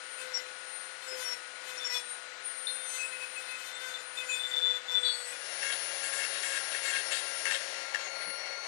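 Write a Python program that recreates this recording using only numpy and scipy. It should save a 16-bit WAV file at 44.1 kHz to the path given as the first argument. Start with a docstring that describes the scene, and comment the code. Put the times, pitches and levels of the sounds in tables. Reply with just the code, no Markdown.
"""At a carving bench a rotary tool sands the bill of a wooden decoy at about 30000 rpm, in two spells. The
first cross-fades into a faster, rougher one. The motor whines at 18 times its rotation over the rush of cooling
air. In the first spell each press slows it and the chattering drum squeals on multiples of the rotation; in the
second the drum rasps in strokes that ring the wood. The drum's grit repeats on every turn. The sound is in the
left channel; the right is far fainter, and both carry a trace of hiss."""
import sys
import numpy as np
from scipy import signal
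from scipy.fft import rfft, irfft, next_fast_len
from scipy.io import wavfile
from scipy.ndimage import map_coordinates

SR = 44100
rng = np.random.default_rng(int(sys.argv[2]) if len(sys.argv) > 2 else 0)


def persist_wave(psi):
    """Save psi, clipped to +-1, as 16-bit WAV."""
    counts = np.round(np.clip(psi, -1, 1) * 32767).astype(np.int16)
    wavfile.write(sys.argv[1], SR, np.atleast_2d(counts).T)


N = 382347
T = np.arange(N) / SR

# All source levels are relative: the channel gains in scene() come after them.
FADE_START_S, FADE_END_S = 5.14, 5.635
GRIT_MEMORY_TURNS = 26   # turns over which the pattern of touching grains is renewed
# Modes of the carving's hollow body. Each row: frequency in Hz, width in Hz, gain in dB.
WOOD_MODES = [(1796, 150, 9.5), (2156, 97, 2.5), (2704, 135, 4), (6000, 4100, -3)]


def from_db(db):
    """Decibels to gain."""
    return 10 ** (np.asarray(db) / 20)


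def rms_one(x):
    """Scale to an rms of 1."""
    return x / np.sqrt(np.mean(x ** 2) + 1e-20)


def in_time(rows):
    """Each column of a curve, interpolated sample by sample."""
    s, *columns = np.transpose(rows)
    return [np.interp(T, s, column) for column in columns]


def ramp(start_s, end_s):
    """Rises from 0 to 1 between two times."""
    return np.clip((T - start_s) / max(end_s - start_s, 1e-3), 0, 1)


def noise():
    """White noise."""
    return rng.standard_normal(N)


def drift(rate):
    """Smooth random drift with a spread of 1, changing about rate times a second."""
    step = 40   # samples per computed point
    r = np.exp(-2 * step * np.pi * rate / SR)
    settle = 2000
    chance = rng.standard_normal(N // step + settle + 2)
    slow = signal.lfilter([1], [1, -2 * r, r * r], chance)[settle:]
    return np.interp(np.arange(N) / step, np.arange(len(slow)), rms_one(slow))


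def colour(x, spectrum):
    """Filter by a spectrum drawn in dB over log frequency; rms 1."""
    hz, db = np.transpose(spectrum)
    size = next_fast_len(N, real=True)
    bins_hz = np.maximum(np.fft.rfftfreq(size, 1 / SR), 1)
    gain = from_db(np.interp(np.log(bins_hz), np.log(hz), db))
    return rms_one(irfft(rfft(x, size) * gain, size)[:N])


def resonate(x, hz, width_hz):
    """One two-pole resonance with a peak gain of 1."""
    r = np.exp(-np.pi * width_hz / SR)
    b = np.array([1, 0, -1]) * (1 - r * r) / 2
    a = [1, -2 * r * np.cos(2 * np.pi * hz / SR), r * r]
    return signal.lfilter(b, a, x + 1e-18)


def shaft(turns_per_s, wobble):
    """Turns made so far by a shaft whose speed wobbles slightly."""
    return np.cumsum(turns_per_s * (1 + wobble * drift(26.0))) / SR


def tone(turns, multiple, flutter_db):
    """A line locked to the shaft, fluttering in level; rms near 1."""
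    phase = 2 * np.pi * (multiple * turns + rng.random())
    return np.sqrt(2) * np.sin(phase) * from_db(flutter_db * drift(17.3))


def handling(width_hz, length_s):
    """Soft thuds, resonated noise in short swells, as the carving is shifted in the hand."""
    # Each row: time in seconds, level in dB, frequency in Hz.
    thuds = [(1.128, -58, 402), (8.285, -55.5, 208)]
    total = np.zeros(N)
    for s, db, hz in thuds:
        body = resonate(resonate(noise(), hz, width_hz), hz, width_hz)
        total += from_db(db) * rms_one(body) * np.exp(-((T - s) / length_s) ** 2)
    return total


def vent_hiss(width_hz):
    """A narrow band of hiss that wanders as the vents swing past the microphone."""
    # Each row: time in seconds, centre in Hz, level in dB.
    path = [(7.9, 6760, -63), (8.08, 6600, -48), (8.17, 6560, -64), (8.33, 5650, -71), (8.39, 5600, -51),
            (8.48, 5700, -59), (8.58, 6200, -57)]
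    hz, db = in_time(path)
    angle = 2 * np.pi * np.cumsum(hz) / SR
    band = drift(width_hz) * np.cos(angle) + drift(width_hz) * np.sin(angle)
    return from_db(db) * rms_one(band)


def first_air():
    """Cooling air of the first spell: steady coloured noise."""
    # Each row: frequency in Hz, relative density in dB per Hz.
    spectrum = [(40, -130), (110, -113), (300, -95.5), (600, -86.5), (1100, -85.5), (1900, -79.5),
                (2500, -84), (3600, -87.5), (5500, -91.5), (7200, -93.5), (8600, -96.5), (10500, -108),
                (15000, -131)]
    return from_db(-48.5) * colour(noise(), spectrum)


def second_air(turned):
    """Cooling air of the second spell, changing colour as the vents turn away."""
    # Spectra before and after the turn. Each row: frequency in Hz, relative density in dB per Hz.
    facing_spectrum = [(40, -130), (300, -88), (600, -73.5), (1100, -81.5), (1900, -70), (2500, -77),
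                       (3600, -77.5), (5500, -78), (7200, -80.5), (7800, -89.5), (9500, -87),
                       (10300, -91.5), (11500, -112), (15000, -125)]
    turned_spectrum = [(40, -120), (300, -92), (600, -75), (1200, -82.5), (2100, -73.5), (2500, -80.5),
                       (3500, -86.5), (4300, -80), (4800, -87.5), (5600, -83.5), (7200, -93.5), (8400, -99),
                       (9300, -89), (10500, -107), (15000, -133)]
    facing = from_db(-41.5) * colour(noise(), facing_spectrum)
    away = from_db(-44.5) * colour(noise(), turned_spectrum) * from_db(1.6 * drift(27))
    return np.sqrt(1 - turned) * facing + np.sqrt(turned) * (away + vent_hiss(width_hz=190))


def housing_ring():
    """The housing rings steadily near 1458 Hz."""
    cycles = 1458 * T + .07 * drift(10)
    return from_db(-55.0) * tone(cycles, 1, flutter_db=-1.0)


def first_tones(turns):
    """Motor lines of the first spell; the fractional one comes from the bearings."""
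    # Each row: multiple of the rotation, level in dB.
    lines = [(2.55, -62.5), (8, -62)]
    return sum(from_db(db) * tone(turns, k, flutter_db=2.0) for k, db in lines)


def second_tones(turns, turned):
    """Motor and bearing lines of the second spell, blurred by play in the bearings."""
    # Each row: multiple of the rotation, level in dB, change in dB once the tool is turned.
    lines = [(1, -57.5, -0.5), (2, -63.5, 0.5), (3, -54, -18), (4, -64, 9.5), (5.11, -55, -6.5),
             (10.22, -54.5, -8)]
    rattling = turns + 0.0066 * drift(45)
    return sum(from_db(db + change_db * turned) * tone(rattling, k, flutter_db=3.0)
               for k, db, change_db in lines)


def bearing(turns, turned):
    """Ball passes, 2.555 per turn, louder once the housing faces the microphone."""
    return from_db(-55.5 + 3.2 * turned) * tone(turns, 2.555, flutter_db=3.0)


def first_whine(turns):
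    """Motor whine of the first spell, close to 18 times the rotation."""
    # Each row: time in seconds, level in dB.
    level = [(0.0, -56), (0.2, -47), (0.34, -66), (0.76, -46), (1.04, -59), (1.3, -51.5), (1.46, -59),
             (1.9, -56), (2.12, -45.5), (2.38, -77), (2.46, -43), (3.06, -47), (3.52, -55), (4.02, -58),
             (4.1, -51), (5.1, -78), (5.42, -54)]
    db, = in_time(level)
    return from_db(db) * tone(turns, 18.03, flutter_db=2.0) * (1 - ramp(FADE_END_S, 5.7))


def motor_speed(load):
    """The motor sags under load and creeps back towards its free speed: turns per s."""
    free_turns_per_s, start_turns_per_s, inertia_s = 528.9, 511.2, .565
    r = np.exp(-1 / (inertia_s * SR))
    sag, _ = signal.lfilter([1 - r], [1, -r], load, zi=[free_turns_per_s - start_turns_per_s])
    return free_turns_per_s - sag


def presses(bite_s, spread_s):
    """Load comes as the drum bites; buzz and thrum swell and fade as the contact spreads."""
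    # Each row: start in seconds, end in seconds, load as turns per s it would cost if held,
    # buzz in dB, thrum in dB.
    rows = [(0.193, 0.406, 48, -51.5, -53), (0.412, 0.515, 4.3, -65, -54.5), (1.048, 1.105, 56, -51, -64),
            (1.105, 1.199, 59, -52, -44.5), (1.202, 1.353, 59, -48, -62), (1.635, 1.831, 39.6, -55, -57.5),
            (1.828, 2.003, 75, -49.5, -58.5), (2.679, 2.914, 14.1, -71, -64),
            (2.908, 3.255, 25.3, -52, -63), (3.321, 3.833, 17, -56.5, -71),
            (3.832, 4.025, 36.5, -51, -60.5), (4.156, 4.363, 38, -51.5, -57),
            (4.375, 4.558, 24.3, -53, -66), (4.545, 4.778, 43, -55.5, -55),
            (4.883, 5.079, 51.5, -58, -54.5), (5.044, 5.375, 40.1, -52, -58.5)]
    load, buzz, thrum = np.zeros((3, N))
    for start, end, cost, buzz_db, thrum_db in rows:
        bite = ramp(start - bite_s / 2, start + bite_s / 2) - ramp(end - bite_s / 2, end + bite_s / 2)
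        contact = (ramp(start - spread_s / 2, start + spread_s / 2)
                   - ramp(end - spread_s / 2, end + spread_s / 2))
        load += cost * bite
        buzz += contact * from_db(buzz_db)
        thrum += contact * from_db(thrum_db)
    return np.maximum(load, 0), buzz, thrum


def strokes(attack_s, release_s, sag_s):
    """Each stroke bites quickly, eases and lifts: gains of its rasp, the bill's ring and its buzz."""
    # Each row: start in seconds, end in seconds, rasp in dB, ring of the bill in dB, bright buzz in dB.
    rows = [(5.617, 5.705, -37, -54, -49.5), (5.72, 5.732, -40, -40.5, -49), (6.033, 6.066, -39, -66, -44),
            (6.128, 6.195, -39.5, -63, -42), (6.187, 6.252, -35, -64, -53), (6.33, 6.385, -44, -50.5, -54),
            (6.423, 6.53, -41, -56, -41.5), (6.528, 6.576, -37.5, -50.5, -43),
            (6.712, 6.772, -39, -51, -61), (6.838, 6.908, -34.5, -53, -43.5),
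            (6.927, 6.991, -34.5, -47.5, -54), (7.112, 7.179, -37.5, -38.5, -41.5),
            (7.47, 7.49, -37, -49, -60), (7.506, 7.555, -39, -40, -42.5), (7.935, 8.037, -45, -55, -60)]
    gains = np.zeros((3, N))
    for start, end, *levels_db in rows:
        corners_s = [start - attack_s / 2, start + attack_s / 2, end, end + release_s]
        gate = np.interp(T, corners_s, [0, 1, np.exp((start - end) / sag_s), 0])
        gains = np.maximum(gains, np.outer(from_db(levels_db), gate))
    return gains


def grit(turns, memory_turns, size=128):
    """The same grains meet the wood on every turn; their pattern is slowly renewed."""
    fresh = rng.standard_normal((5000, size))   # one row per turn
    track = signal.lfilter([1], [1, -np.exp(-1 / max(memory_turns, 1))], fresh, axis=0).ravel()
    return map_coordinates(track, [turns * size], order=2, mode="nearest")


def scratches(turns, lobe_db, tear_db):
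    """Fibres tear at random, in noise whose level follows the drum's uneven side once a turn."""
    return noise() * from_db(lobe_db * np.cos(2 * np.pi * turns) + tear_db * drift(114))


def carving(force, modes):
    """A part of the wooden carving rings in its modes."""
    return sum(from_db(db) * resonate(force, hz, width_hz) for hz, width_hz, db in modes)


def bumps(decay_s, bounce_db):
    """The drum hits the carving and bounces twice, each scuff ringing the wood."""
    # Each row: time in seconds, level in dB.
    hits = [(7.455, -27), (7.51, -27), (7.946, -27.5)]
    force = np.zeros(N)
    for s, level_db in hits:
        for k in range(3):
            age_s = T - s - k * rng.uniform(0.00972, 0.0108)
            decay = np.exp(-np.clip(age_s / decay_s, 0, 30))
            force += (age_s > 0) * decay * from_db(level_db + k * bounce_db)
    soft_drum = signal.butter(2, 4000, fs=SR, output="sos")   # rubber
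    scuff = signal.sosfilt(soft_drum, force * noise())
    return from_db(12.5) * carving(scuff, WOOD_MODES)


def thrum(turns, contact_gain):
    """The shaft's unbalance at the rotation, louder through the wood."""
    return np.hypot(from_db(-62.5), contact_gain) * tone(turns, 1, flutter_db=1.0)


def growl(turns, pressure):
    """The uneven drum shakes the wood at 3 and 4 times the rotation."""
    third = from_db(-53.0) * tone(turns, 3, flutter_db=0.0)
    fourth = from_db(-54.5) * tone(turns, 4, flutter_db=4.5)
    return pressure * (third + fourth)


def first_sanding(turns, pressure, buzz_gain):
    """Torn fibres rasp with the pressure; repeating grains buzz."""
    # Torn fibres, then repeating grains. Each row: frequency in Hz, relative density in dB per Hz.
    rasp_spectrum = [(40, -82), (150, -10.5), (600, 2.5), (1800, 7), (3000, 4), (5500, -1), (8000, -18),
                     (15000, -49)]
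    grit_spectrum = [(100, -25), (1500, 6), (3600, 1.5), (8500, -1.5), (10000, -13.5), (11200, -14),
                     (12500, -5.5), (15000, -32)]
    torn = scratches(turns, lobe_db=-2.5, tear_db=4.0)
    rasp = from_db(-50.0) * pressure * colour(torn, rasp_spectrum)
    buzz = buzz_gain * colour(grit(turns, GRIT_MEMORY_TURNS), grit_spectrum)
    return rasp + buzz * from_db(4.3 * drift(6.3))


def second_sanding(turns):
    """Strokes of torn fibres and grains drive the body and bill; the drum skips over the grain."""
    # Torn fibres, then repeating grains. Each row: frequency in Hz, relative density in dB per Hz.
    rasp_spectrum = [(40, -54), (400, -3), (1150, -4.5), (1600, 2), (3200, -1), (4500, -4.5), (8000, -15),
                     (10800, -12.5), (15000, -50)]
    grit_spectrum = [(3000, -25), (5500, -29), (7000, 6), (8200, 9), (9500, -13), (12000, -30),
                     (13000, -11.5), (15000, -36)]
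    # Modes of the thin bill. Each row: frequency in Hz, width in Hz, gain in dB.
    bill_modes = [(3180, 500, 3.5), (3800, 220, 2), (4350, 250, -2.5)]
    rasp_gain, bill_gain, buzz_gain = strokes(attack_s=0.016, release_s=0.043, sag_s=0.88)
    grains = rms_one(grit(turns, GRIT_MEMORY_TURNS))
    torn = rms_one(scratches(turns, lobe_db=2.0, tear_db=2.5))
    cutting = colour(torn + from_db(0.5) * grains, rasp_spectrum)
    body = rms_one(carving(cutting, WOOD_MODES))
    rasp = rasp_gain * (from_db(-12.5) * cutting + from_db(-2.5) * body)
    bill = bill_gain * rms_one(carving(cutting, bill_modes))
    buzz = from_db(-2.0) * buzz_gain * colour(grains + .5 * noise(), grit_spectrum)
    judder = from_db(1.26 * drift(140))
    return (rasp + bill + buzz) * judder


def squeals(turns, pressure, fitful_db, swell_share, ring_s, tail_db, tail_s_times_multiple,
            flutter_db, side_db, rough, slip_turns):
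    """Stick-slip locks onto multiples of the rotation: faint chatter and bursts, pulsing once a turn."""
    # Faint chatter under any press. Each row: multiple of the rotation, level in dB at full load.
    chatter = [(5, -62), (7, -60), (14, -63), (15, -62.5)]
    # Bursts. Each row: start in seconds, end in seconds, multiple of the rotation, level in dB.
    bursts = [(0.338, 0.385, 10, -47), (0.335, 0.37, 11, -34), (1.07, 1.155, 10, -48),
              (1.233, 1.334, 11, -39.5), (1.773, 1.791, 11, -45), (1.786, 1.852, 7, -45.5),
              (1.843, 1.872, 11, -34.5), (1.882, 1.948, 11, -40), (1.94, 1.967, 7, -35.5),
              (1.966, 1.982, 11, -37.5), (2.669, 2.669, 7, -33.5), (2.667, 2.707, 8, -44),
              (2.68, 2.699, 7, -39.5), (2.7, 2.88, 7, -53), (2.829, 3.019, 12, -49.5),
              (2.828, 3.029, 16, -53), (2.857, 3.08, 15, -52), (2.978, 3.057, 5, -39.5),
              (3.115, 3.159, 5, -45.5), (3.198, 3.246, 5, -44), (3.358, 3.389, 5, -41),
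              (3.475, 3.555, 5, -46), (3.6, 3.921, 7, -51.5), (3.935, 3.958, 7, -40.5),
              (4.167, 4.201, 7, -40), (4.162, 4.24, 5, -45.5), (4.281, 4.352, 14, -43),
              (4.284, 4.34, 5, -35), (4.29, 4.422, 17, -48.5), (4.31, 4.373, 7, -41),
              (4.389, 4.415, 7, -37), (4.429, 4.459, 7, -33.5), (4.513, 4.517, 7, -35.5),
              (4.535, 4.546, 7, -31.5), (4.563, 4.586, 7, -28.5), (4.594, 4.715, 7, -29.5),
              (4.73, 4.767, 7, -36.5), (4.875, 4.938, 7, -37), (4.935, 4.986, 7, -29.5),
              (5.03, 5.039, 7, -29), (5.035, 5.103, 7, -32), (5.03, 5.099, 8, -38.5),
              (5.031, 5.153, 9, -41.5), (5.128, 5.25, 9, -48.5), (4.95, 5.32, 17, -48),
              (5.06, 5.32, 16, -51.5)]
    levels = {k: pressure * from_db(db + fitful_db * drift(11.3)) for k, db in chatter}
    for start, end, k, level_db in bursts:
        since_s = np.clip(T - end, 0, 1)
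        # a burst breaks off quickly and leaves a weaker, lingering squeal
        break_off = np.exp(-np.minimum(since_s / ring_s, 30))
        tail = from_db(tail_db) * np.exp(-since_s * k / tail_s_times_multiple)
        swell = ramp(start, start + swell_share * (end - start))
        gate = swell * np.minimum(break_off + tail, 1)
        levels[k] = np.maximum(levels.get(k, 0), gate * from_db(level_db))
    slipping = turns + slip_turns * drift(41)
    grip = 1 + from_db(side_db) * np.cos(2 * np.pi * turns) + rough * drift(120)
    return grip * sum(level * tone(slipping, k, flutter_db) for k, level in levels.items())


def first_spell():
    """Light presses sag the motor, buzz and squeal; returns running sound, and whine with squeals."""
    full_load_turns_per_s = 94   # load at which the rasp has its nominal level
    load, buzz_gain, thrum_gain = presses(bite_s=0.054, spread_s=0.092)
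    turns = shaft(motor_speed(load), wobble=0.0005)
    pressure = (load / full_load_turns_per_s) ** 0.5
    motor = first_air() + first_tones(turns) + housing_ring() + thrum(turns, thrum_gain)
    sanding = growl(turns, pressure) + first_sanding(turns, pressure, buzz_gain)
    squeal = squeals(turns, pressure, fitful_db=6.0, swell_share=0.29, ring_s=0.0054, tail_db=-8.5,
                     tail_s_times_multiple=0.3, flutter_db=1.0, side_db=-20.0, rough=0.15,
                     slip_turns=0.0076)
    return motor + sanding, first_whine(turns) + squeal


def second_spell():
    """Faster, with rasping strokes, then the vents turn away; returns running sound and whine."""
    # Each row: time in seconds, speed in turns per s, whine in dB, fan tone in dB.
    motor_curve = [(5.1, 541.9, -62.0, -63.3), (5.66, 545.5, -43.0, -54.5), (6.82, 542.6, -44.1, -55.9),
                   (7.02, 539.4, -44.7, -52), (7.46, 540.7, -44.2, -56.1), (7.7, 540.5, -54, -54.5),
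                   (8.06, 542.9, -66, -55), (8.16, 543.7, -57, -47.5), (8.3, 544.9, -44.3, -47.0),
                   (8.46, 545.7, -65.5, -47.9), (8.66, 546.9, -62.2, -48.6)]
    turns_per_s, whine_db, fan_db = in_time(motor_curve)
    turns = shaft(turns_per_s, wobble=0.00038)
    turned = ramp(7.66, 7.96)
    fan = from_db(fan_db) * tone(turns, 8, flutter_db=1.0)
    motor = second_air(turned) + second_tones(turns, turned) + fan + bearing(turns, turned)
    whine = from_db(whine_db) * tone(turns, 18, flutter_db=1.0) * ramp(5.05, FADE_START_S)
    return motor + second_sanding(turns), whine


def scene():
    """The two spells cross-fade; the right channel is far fainter than the left."""
    fade = ramp(FADE_START_S, FADE_END_S)
    running_1, own_level_1 = first_spell()
    running_2, own_level_2 = second_spell()
    work = np.sqrt(1 - fade) * running_1 + fade * running_2 + own_level_1 + own_level_2
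    work = work + bumps(decay_s=0.0039, bounce_db=-5.5) + handling(width_hz=170, length_s=0.019)
    return work * from_db([[6], [-42]])   # left, right


def record(dry):
    """A trace of hiss in both channels; bass and top are cut."""
    hiss = from_db(-77.5) * rng.standard_normal((2, N))
    bass_cut = signal.butter(2, 110, "high", fs=SR, output="sos")
    top_cut = signal.ellip(10, .1, 80, 15400, fs=SR, output="sos")
    return signal.sosfilt(top_cut, signal.sosfilt(bass_cut, dry + hiss))


dry = scene()
out = record(dry)
persist_wave(out)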